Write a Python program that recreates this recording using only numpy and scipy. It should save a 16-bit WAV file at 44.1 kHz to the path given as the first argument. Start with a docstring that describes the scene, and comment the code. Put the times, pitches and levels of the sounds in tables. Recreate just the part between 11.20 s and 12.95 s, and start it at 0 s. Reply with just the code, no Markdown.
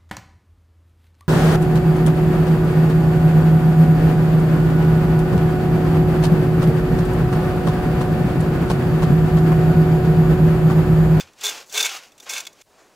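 """A bundle of feathers sweeps the stone floor of a brick oven in three strokes, close by.
First come a small snap and a soft, low bump. Then each stroke lands with a crunch of bending quills,
a few of which snap past one another, and trails off as the soft vanes swish over gritty stone.
The oven rings faintly behind each stroke. Near 1.4 seconds the close sound stops abruptly,
and one last faint, distant stroke is heard over the hush of the yard outside."""
import sys
import numpy as np
from scipy import signal
from scipy.fft import rfft, irfft
from scipy.io import wavfile
from scipy.ndimage import uniform_filter1d

SR = 44100
rng = np.random.default_rng(int(sys.argv[2]) if len(sys.argv) > 2 else 0)


def generate_wav(signal):
    """Clip the signal to [-1, 1] and save it as 16-bit WAV at the path in sys.argv[1]."""
    frames = np.transpose(np.atleast_2d(signal))
    scaled = np.clip(frames, -1, 1) * 32767
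    pcm = np.round(scaled).astype(np.int16)
    wavfile.write(sys.argv[1], SR, pcm)


N = 77175
T = np.arange(N) / SR  # time in seconds
SWISH_SLIPS_PER_S = 14000

# The notes a quill rings at. Each row: pitch in Hz, width in Hz, relative level in dB.
QUILL_NOTES = [(3525, 58, -2), (4115, 51, -14.5), (4720, 95, -14.5)]
# The notes a feather's stiff shaft rings at. Each row: pitch in Hz, width in Hz, relative level in dB.
SHAFT_NOTES = [(1580, 80, 0), (2221, 37, 3.5), (2330, 37, -3), (2569, 120, 2.5), (2593, 68, -7)]
# The bright tone of a feather's crack. Each row: frequency in Hz, relative level in dB.
CRACK_TONE = [(200, -30), (600, -5), (1800, -21), (3100, -26), (4400, 1.5), (5100, -2.5), (6400, 5.5),
              (7600, 2), (8400, -4), (12000, -7), (16000, -9)]


def vanes():
    """The soft sides of the feathers drag over grit: tiny slips whose level and tone follow the hand."""
    # How the vanes rub the stone, in consecutive stretches that join into one curve. 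# Each row: time in
    # seconds, relative level in dB, treble lift in dB, bass lift in dB.
    rubs = [
        [(0.0, -44, 9, 4), (0.01, -42.5, 7, -18), (0.05, -54.5, -6.5, 0), (0.078, -53, -6.5, 4),
         (0.14, -78, -1, -24), (0.16, -86, -11, 0)],
        [(0.16, -65.5, -1, -3), (0.248, -33.5, 2.5, -17), (0.296, -38, 3.5, 9), (0.416, -46.5, 2, 12.5),
         (0.48, -71, 3, 11)],
        [(0.48, -71, 9.5, 0), (0.552, -35, -1, 3), (0.61, -22, 12, 3), (0.62, -20, -3.5, 4),
         (0.666, -29, 9, -7), (0.68, -42, -2, -8)],
        [(0.68, -14, -4, -21), (0.772, -40, 2, -19), (0.812, -46, -9.5, -13), (0.838, -49.5, 1.5, -2),
         (0.89, -65.5, 5, 4), (0.944, -68, -16, 0), (0.95, -82, 0, -4)],
        [(0.95, -75, -6.5, 5), (1.006, -54, -6, 4), (1.016, -71, 7, 4), (1.034, -53, -9, 20),
         (1.048, -68, 9, -4), (1.068, -37.5, -9, 3), (1.09, -38.5, -11, -4)],
        [(1.09, -42.5, 4, -10), (1.102, -40, 7.5, 0), (1.128, -40.5, -4, 5.5), (1.168, -37, 5.5, -11),
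         (1.24, -48.5, -1.5, 7)],
        [(1.24, -50, 5, -2), (1.264, -60, -8, 1), (1.27, -41.5, 3, -5), (1.288, -67, 5, -6), (1.35, -86, 5, -6),
         (1.354, -68.5, 2, 0), (1.42, -53.5, 0.5, -6)],
    ]
    # The tone of the swish. Each row: frequency in Hz, relative level in dB.
    swish_tone = [(100, -31), (250, -18.5), (420, -6), (600, -5.5), (780, -2.5), (950, -4.5), (1400, -1.5),
                  (1900, -4), (2700, 1), (3800, -4), (6200, -3.5), (7400, -7), (8600, -15), (16000, -20.5)]
    times, *columns = np.transpose(np.vstack(rubs))
    level_db, treble_db, bass_db = (np.interp(T, times, column) for column in columns)
    swish = colour(grains(SWISH_SLIPS_PER_S, spread_db=2), swish_tone) * amp(wander(rate_hz=120))
    body, bass = lowpass(swish, hz=2600), lowpass(swish, hz=450)
    middle, treble = body - bass, swish - body
    # Past a certain point, pressing harder mostly bends the quills and adds little swish.
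    full_db, boost_db = -37, 3
    give_db = 0.9 * np.maximum(level_db - full_db, 0)
    return amp(boost_db + level_db - give_db) * (amp(bass_db) * bass + middle + amp(treble_db) * treble)


def crunch():
    """Pressed down, bent quills grind together in clumps of clicks over a slightly unsteady hollow note."""
    # The bundle pressing on the stone. Each row: start in seconds, length in seconds,
    # then the levels in dB of the grinding, the shafts, the quills and the hollow note.
    presses = [(0.233, 0.052, -31.5, -39.5, -33, -41), (0.535, 0.073, -30, -32.5, -31, -40.5),
               (0.634, 0.026, -27.5, -26.5, -31.5, -54), (1.098, 0.082, -36, -43.5, -40, -58.5)]
    slips = grains(per_s=4000, spread_db=1.5) * amp(1.64 * wander(rate_hz=150))
    # The tone of the grinding. Each row: frequency in Hz, relative level in dB.
    grind_tone = [(150, -36), (400, -5.5), (1000, 4.5), (1900, -16), (2600, -9), (3150, -24), (3500, 7),
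                  (4400, -8.5), (5100, -6), (6400, 9.5), (7500, 2.5), (8400, -0.5), (16000, -13)]
    hollow_hz = 421 * (1 + 0.015 * wander(rate_hz=47))
    hollow = evened(np.sin(2 * np.pi * np.cumsum(hollow_hz) / SR))
    quills = steadied(ring(slips, QUILL_NOTES), span_s=0.012)
    voices = [colour(slips, grind_tone), ring(slips, SHAFT_NOTES), quills, hollow]
    return sum(burst(start, length, rise_s=0.0088, fall_s=0.018) * amp(db) * voice
               for start, length, *levels in presses for db, voice in zip(levels, voices))


def snaps():
    """Each snap is a quick run of clicks in shaft and tips, and sets one quill ringing roughly."""
    # Quills snapping past one another.
    # Each row: start in seconds, then the relative levels in dB of shaft, ringing quill and crack.
    quill_snaps = [(0.006, -36.5, -28, -35.5), (0.1323, -65, -58, -57.5), (0.187, -55, -71, -49),
                   (0.210, -61, -35, -35.5), (0.2355, -53, -43, -25), (0.24, -34, -21, -33),
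                   (0.2487, -44, -34, -24.5), (0.254, -41, -18, -26.5), (0.264, -35, -18, -24.5),
                   (0.278, -32.5, -31, -33), (0.2857, -38, -22.5, -49), (0.293, -37, -26, -25),
                   (0.496, -64, -42.5, -41.5), (0.5238, -43, -45.5, -33), (0.548, -41, -31, -32),
                   (0.562, -47, -21.5, -30), (0.575, -23, -15, -18), (0.593, -36.5, -25, -23),
                   (0.602, -27, -15, -39), (0.608, -32, -28, -20), (0.6268, -36, -14.5, -19),
                   (0.6465, -25, -24.5, -24), (0.660, -37, -35, -25.5), (0.690, -31.5, -31, -31),
                   (0.919, -57.5, -52.5, -52.5), (0.979, -62, -54, -46.5), (1.0002, -53.5, -39.5, -40),
                   (1.027, -55, -60, -46), (1.094, -35.5, -33, -25.5), (1.102, -45, -40, -35),
                   (1.107, -37, -39, -32), (1.135, -30.5, -26.5, -27), (1.162, -28, -48, -44),
                   (1.179, -32, -28, -26.5), (1.202, -37.5, -34.5, -28.5), (1.251, -47, -38.5, -41),
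                   (1.2668, -38, -30, -33.5), (1.329, -72, -57, -50.5), (1.413, -54, -50, -46.5)]
    # The bright notes of the quill tips. Each row: pitch in Hz, width in Hz, relative level in dB.
    tip_notes = [(5770, 160, 7.5), (6240, 110, 4), (5960, 200, -16.5), (7260, 62, -6), (7260, 120, -2.5),
                 (7350, 78, -3), (7450, 80, -25.5)]
    slips = grains(per_s=7800, spread_db=3)
    shaft = amp(-0.5) * steadied(ring(ring(slips, SHAFT_NOTES), SHAFT_NOTES), span_s=0.005)
    tips = amp(-4.5) * ring(slips, tip_notes)
    crack = amp(-1.5) * steadied(colour(slips, CRACK_TONE) + tips, span_s=0.0087)
    shaky_time = np.cumsum(1 + 0.02203 * wander(rate_hz=296)) / SR  # makes the ringing rattle
    out = np.zeros(N)
    for start, shaft_db, ring_db, crack_db in quill_snaps:
        detune, phase = rng.uniform(-1, 1, 2)
        tuning = 1 + 0.006 * detune  # each quill rings a little higher or lower
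        quill = sum(amp(db) * np.sin(2 * np.pi * (hz * tuning * shaky_time + phase))
                    for hz, _, db in QUILL_NOTES)
        clicks = amp(crack_db) * crack + amp(shaft_db) * shaft
        out += burst(start, hold_s=0.0039, rise_s=0.00048, fall_s=0.0044) * clicks
        out += burst(start, hold_s=0.0069, rise_s=0.002, fall_s=0.0014) * amp(ring_db + 1.5) * quill
    return out


def scrape():
    """The bundle sings faintly during the long drag."""
    # The notes of the dragged bundle. Each row: pitch in Hz, width in Hz, relative level in dB.
    notes = [(781, 34, -1), (1233, 110, -4.5)]
    song = steadied(ring(ring(rng.standard_normal(N), notes), notes), span_s=0.038)
    return amp(-42.5) * burst(start_s=0.705, hold_s=0.07, rise_s=0.0043, fall_s=0.0091) * song


def rustle():
    """Loose feather tips give a light, dry crackle as the bundle is swung back."""
    # The rustles between strokes. 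Each row: start in seconds, length in seconds, level in dB.
    rustles = [(0.459, 0.03, -54.5), (0.502, 0.024, -49.5), (0.527, 0.027, -37), (1.018, 0.03, -52)]
    crackle = colour(grains(per_s=5200, spread_db=3), CRACK_TONE)
    return crackle * sum(amp(db) * burst(start, length, rise_s=0.002, fall_s=0.008)
                         for start, length, db in rustles)


def walls(x):
    """The oven's nearby floor and walls add a few quick echoes."""
    # The first echoes. Each row: delay in seconds, level in dB.
    echoes = [(.0021, -21.5), (.0037, -23), (.0056, -16.5), (.0083, -22)]
    return x + sum(amp(db) * np.interp(T - delay, T, x, left=0) for delay, db in echoes)


def oven(x):
    """Sound bounces around the brick chamber and leaves a short, fading tail."""
    # How long the oven rings. Each row: frequency in Hz, seconds to fade by 60 dB.
    fade_times = [(300, 0.36), (900, 0.083), (2200, 0.31), (3500, 0.12), (6000, 0.2), (14000, 0.193)]
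    hz, t, noise = signal.stft(rng.standard_normal(SR // 2), SR, nperseg=256)
    fade = amp(-60 * t / read(fade_times, hz)[:, None])
    _, tail = signal.istft(noise * fade, SR, nperseg=256)
    gap = np.zeros(round(0.0045 * SR))  # the tail arrives a moment late
    tail = np.concatenate([gap, tail / np.linalg.norm(tail)])
    return amp(-17) * signal.fftconvolve(x, tail)[:N]


def far_sweep():
    """A faint, dull brush stroke at a distance."""
    # The tone of the distant stroke. Each row: frequency in Hz, relative level in dB.
    far_tone = [(200, -30), (600, 1), (1000, 1), (2000, -2.5), (3500, -17), (7000, -7.5), (9000, -22),
                (16000, -35)]
    swish = colour(grains(SWISH_SLIPS_PER_S, spread_db=1.5), far_tone)
    return amp(-53) * burst(start_s=1.578, hold_s=0.02, rise_s=0.008, fall_s=0.05) * swish


def yard():
    """An outdoor hush that dips briefly, faint hiss, a different rumble in each ear and one low bump."""
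    # The tones of the hush, microphone hiss and rumble. Each row: frequency in Hz, relative level in dB.
    hush_tone = [(60, -42), (130, -11), (220, -8), (370, -4), (620, -5), (1050, -9.5), (2900, -18.5),
                 (7000, -20.5), (9000, -29), (15000, -43)]
    hiss_tone = [(100, -9), (3000, -5), (7000, -5), (9000, -5), (16000, -10)]
    rumble_tone = [(20, -2), (60, 1.5), (130, 1), (200, -16), (300, -37), (1000, -70)]
    # How loud the hush is. Each row: time in seconds, level in dB.
    hush_levels = [(0, -57.5), (0.95, -57.5), (1.3, -55.5), (1.421, -58.5), (1.424, -87), (1.47, -62),
                   (1.55, -55.5), (1.75, -57.5)]
    hush = colour(rng.standard_normal(N), hush_tone) * amp(np.interp(T, *np.transpose(hush_levels)))
    hiss = amp(-67.5) * colour(rng.standard_normal(N), hiss_tone)
    rumble = amp(-71.5) * np.array([colour(rng.standard_normal(N), rumble_tone) for _ in range(2)])
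    bump_note = [(96.5, 80, 0)]  # pitch in Hz, width in Hz, relative level in dB
    bump = ring(ring(rng.standard_normal(N), bump_note), bump_note)
    swell = np.exp(-((T - 0.056) / 0.036) ** 2)  # comes and goes right at the start
    return hush + hiss + rumble + amp(-55.5) * bump * swell


def amp(db):
    """Turns decibels into a number to multiply a sound by."""
    return 10 ** (np.asarray(db) / 20)


def evened(x):
    """Scales a signal to an average strength (rms) of 1."""
    return x / np.sqrt(np.mean(x ** 2) + 1e-20)


def read(points, hz):
    """Reads between a table's rows, giving each octave about equal room."""
    row_hz, values = np.transpose(points)
    return np.interp(np.log(hz + 1), np.log(row_hz + 1), values)


def colour(x, tone):
    """Shapes a sound's lows and highs to follow a tone table, at strength 1."""
    gains = amp(read(tone, np.fft.rfftfreq(N, 1 / SR)))
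    return evened(irfft(rfft(x) * gains, N))


def ring(x, notes):
    """Makes a sound ring at the given notes, at strength 1; narrower notes ring longer."""
    return evened(sum(amp(db) * evened(signal.lfilter(*signal.iirpeak(hz, hz / width, SR), x))
                      for hz, width, db in notes))


def steadied(x, span_s):
    """Evens out the slow swells of a ringing sound."""
    power = uniform_filter1d(x ** 2, max(round(span_s * SR), 2))
    return x / np.sqrt(abs(power) + 1e-6)


def wander(rate_hz):
    """A smooth random wobble of strength 1, mostly slower than rate_hz."""
    divisor = 1 + (np.fft.rfftfreq(N, 1 / SR) / rate_hz) ** 4
    return evened(irfft(rfft(rng.standard_normal(N)) / divisor, N))


def grains(per_s, spread_db):
    """Tiny slips click at random moments, a few of them larger than the rest."""
    size = amp(spread_db * np.minimum(rng.exponential(1, N), 4))
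    return evened(size * rng.choice([-1., 1.], N) * (rng.random(N) < per_s / SR))


def burst(start_s, hold_s, rise_s, fall_s):
    """A loudness curve that rises, holds and dies away."""
    age = np.maximum(T - start_s, 0)
    return (1 - np.exp(-age / rise_s)) * np.exp(-np.maximum(age - hold_s, 0) / fall_s)


def lowpass(x, hz):
    """Softens everything above hz."""
    return signal.sosfiltfilt(signal.butter(1, hz, fs=SR, output="sos"), x)


def scene():
    """The brush, centred between the ears, in front of the oven and the yard."""
    brush = walls(vanes() + scrape() + crunch() + snaps() + rustle())
    stop_s, fade_s = 1.422, 0.0018  # the close sound stops abruptly
    close = (brush + oven(brush)) * np.clip((stop_s - T) / fade_s + 1, 0, 1)
    return close + far_sweep() + yard()


def record(dry):
    """Cuts away the very highest treble."""
    top_hz = 15800
    treble_cut = signal.firwin(511, top_hz, window=("kaiser", 9), fs=SR)
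    return signal.oaconvolve(dry, treble_cut[None], "same")


dry = scene()
out = record(dry)
generate_wav(out)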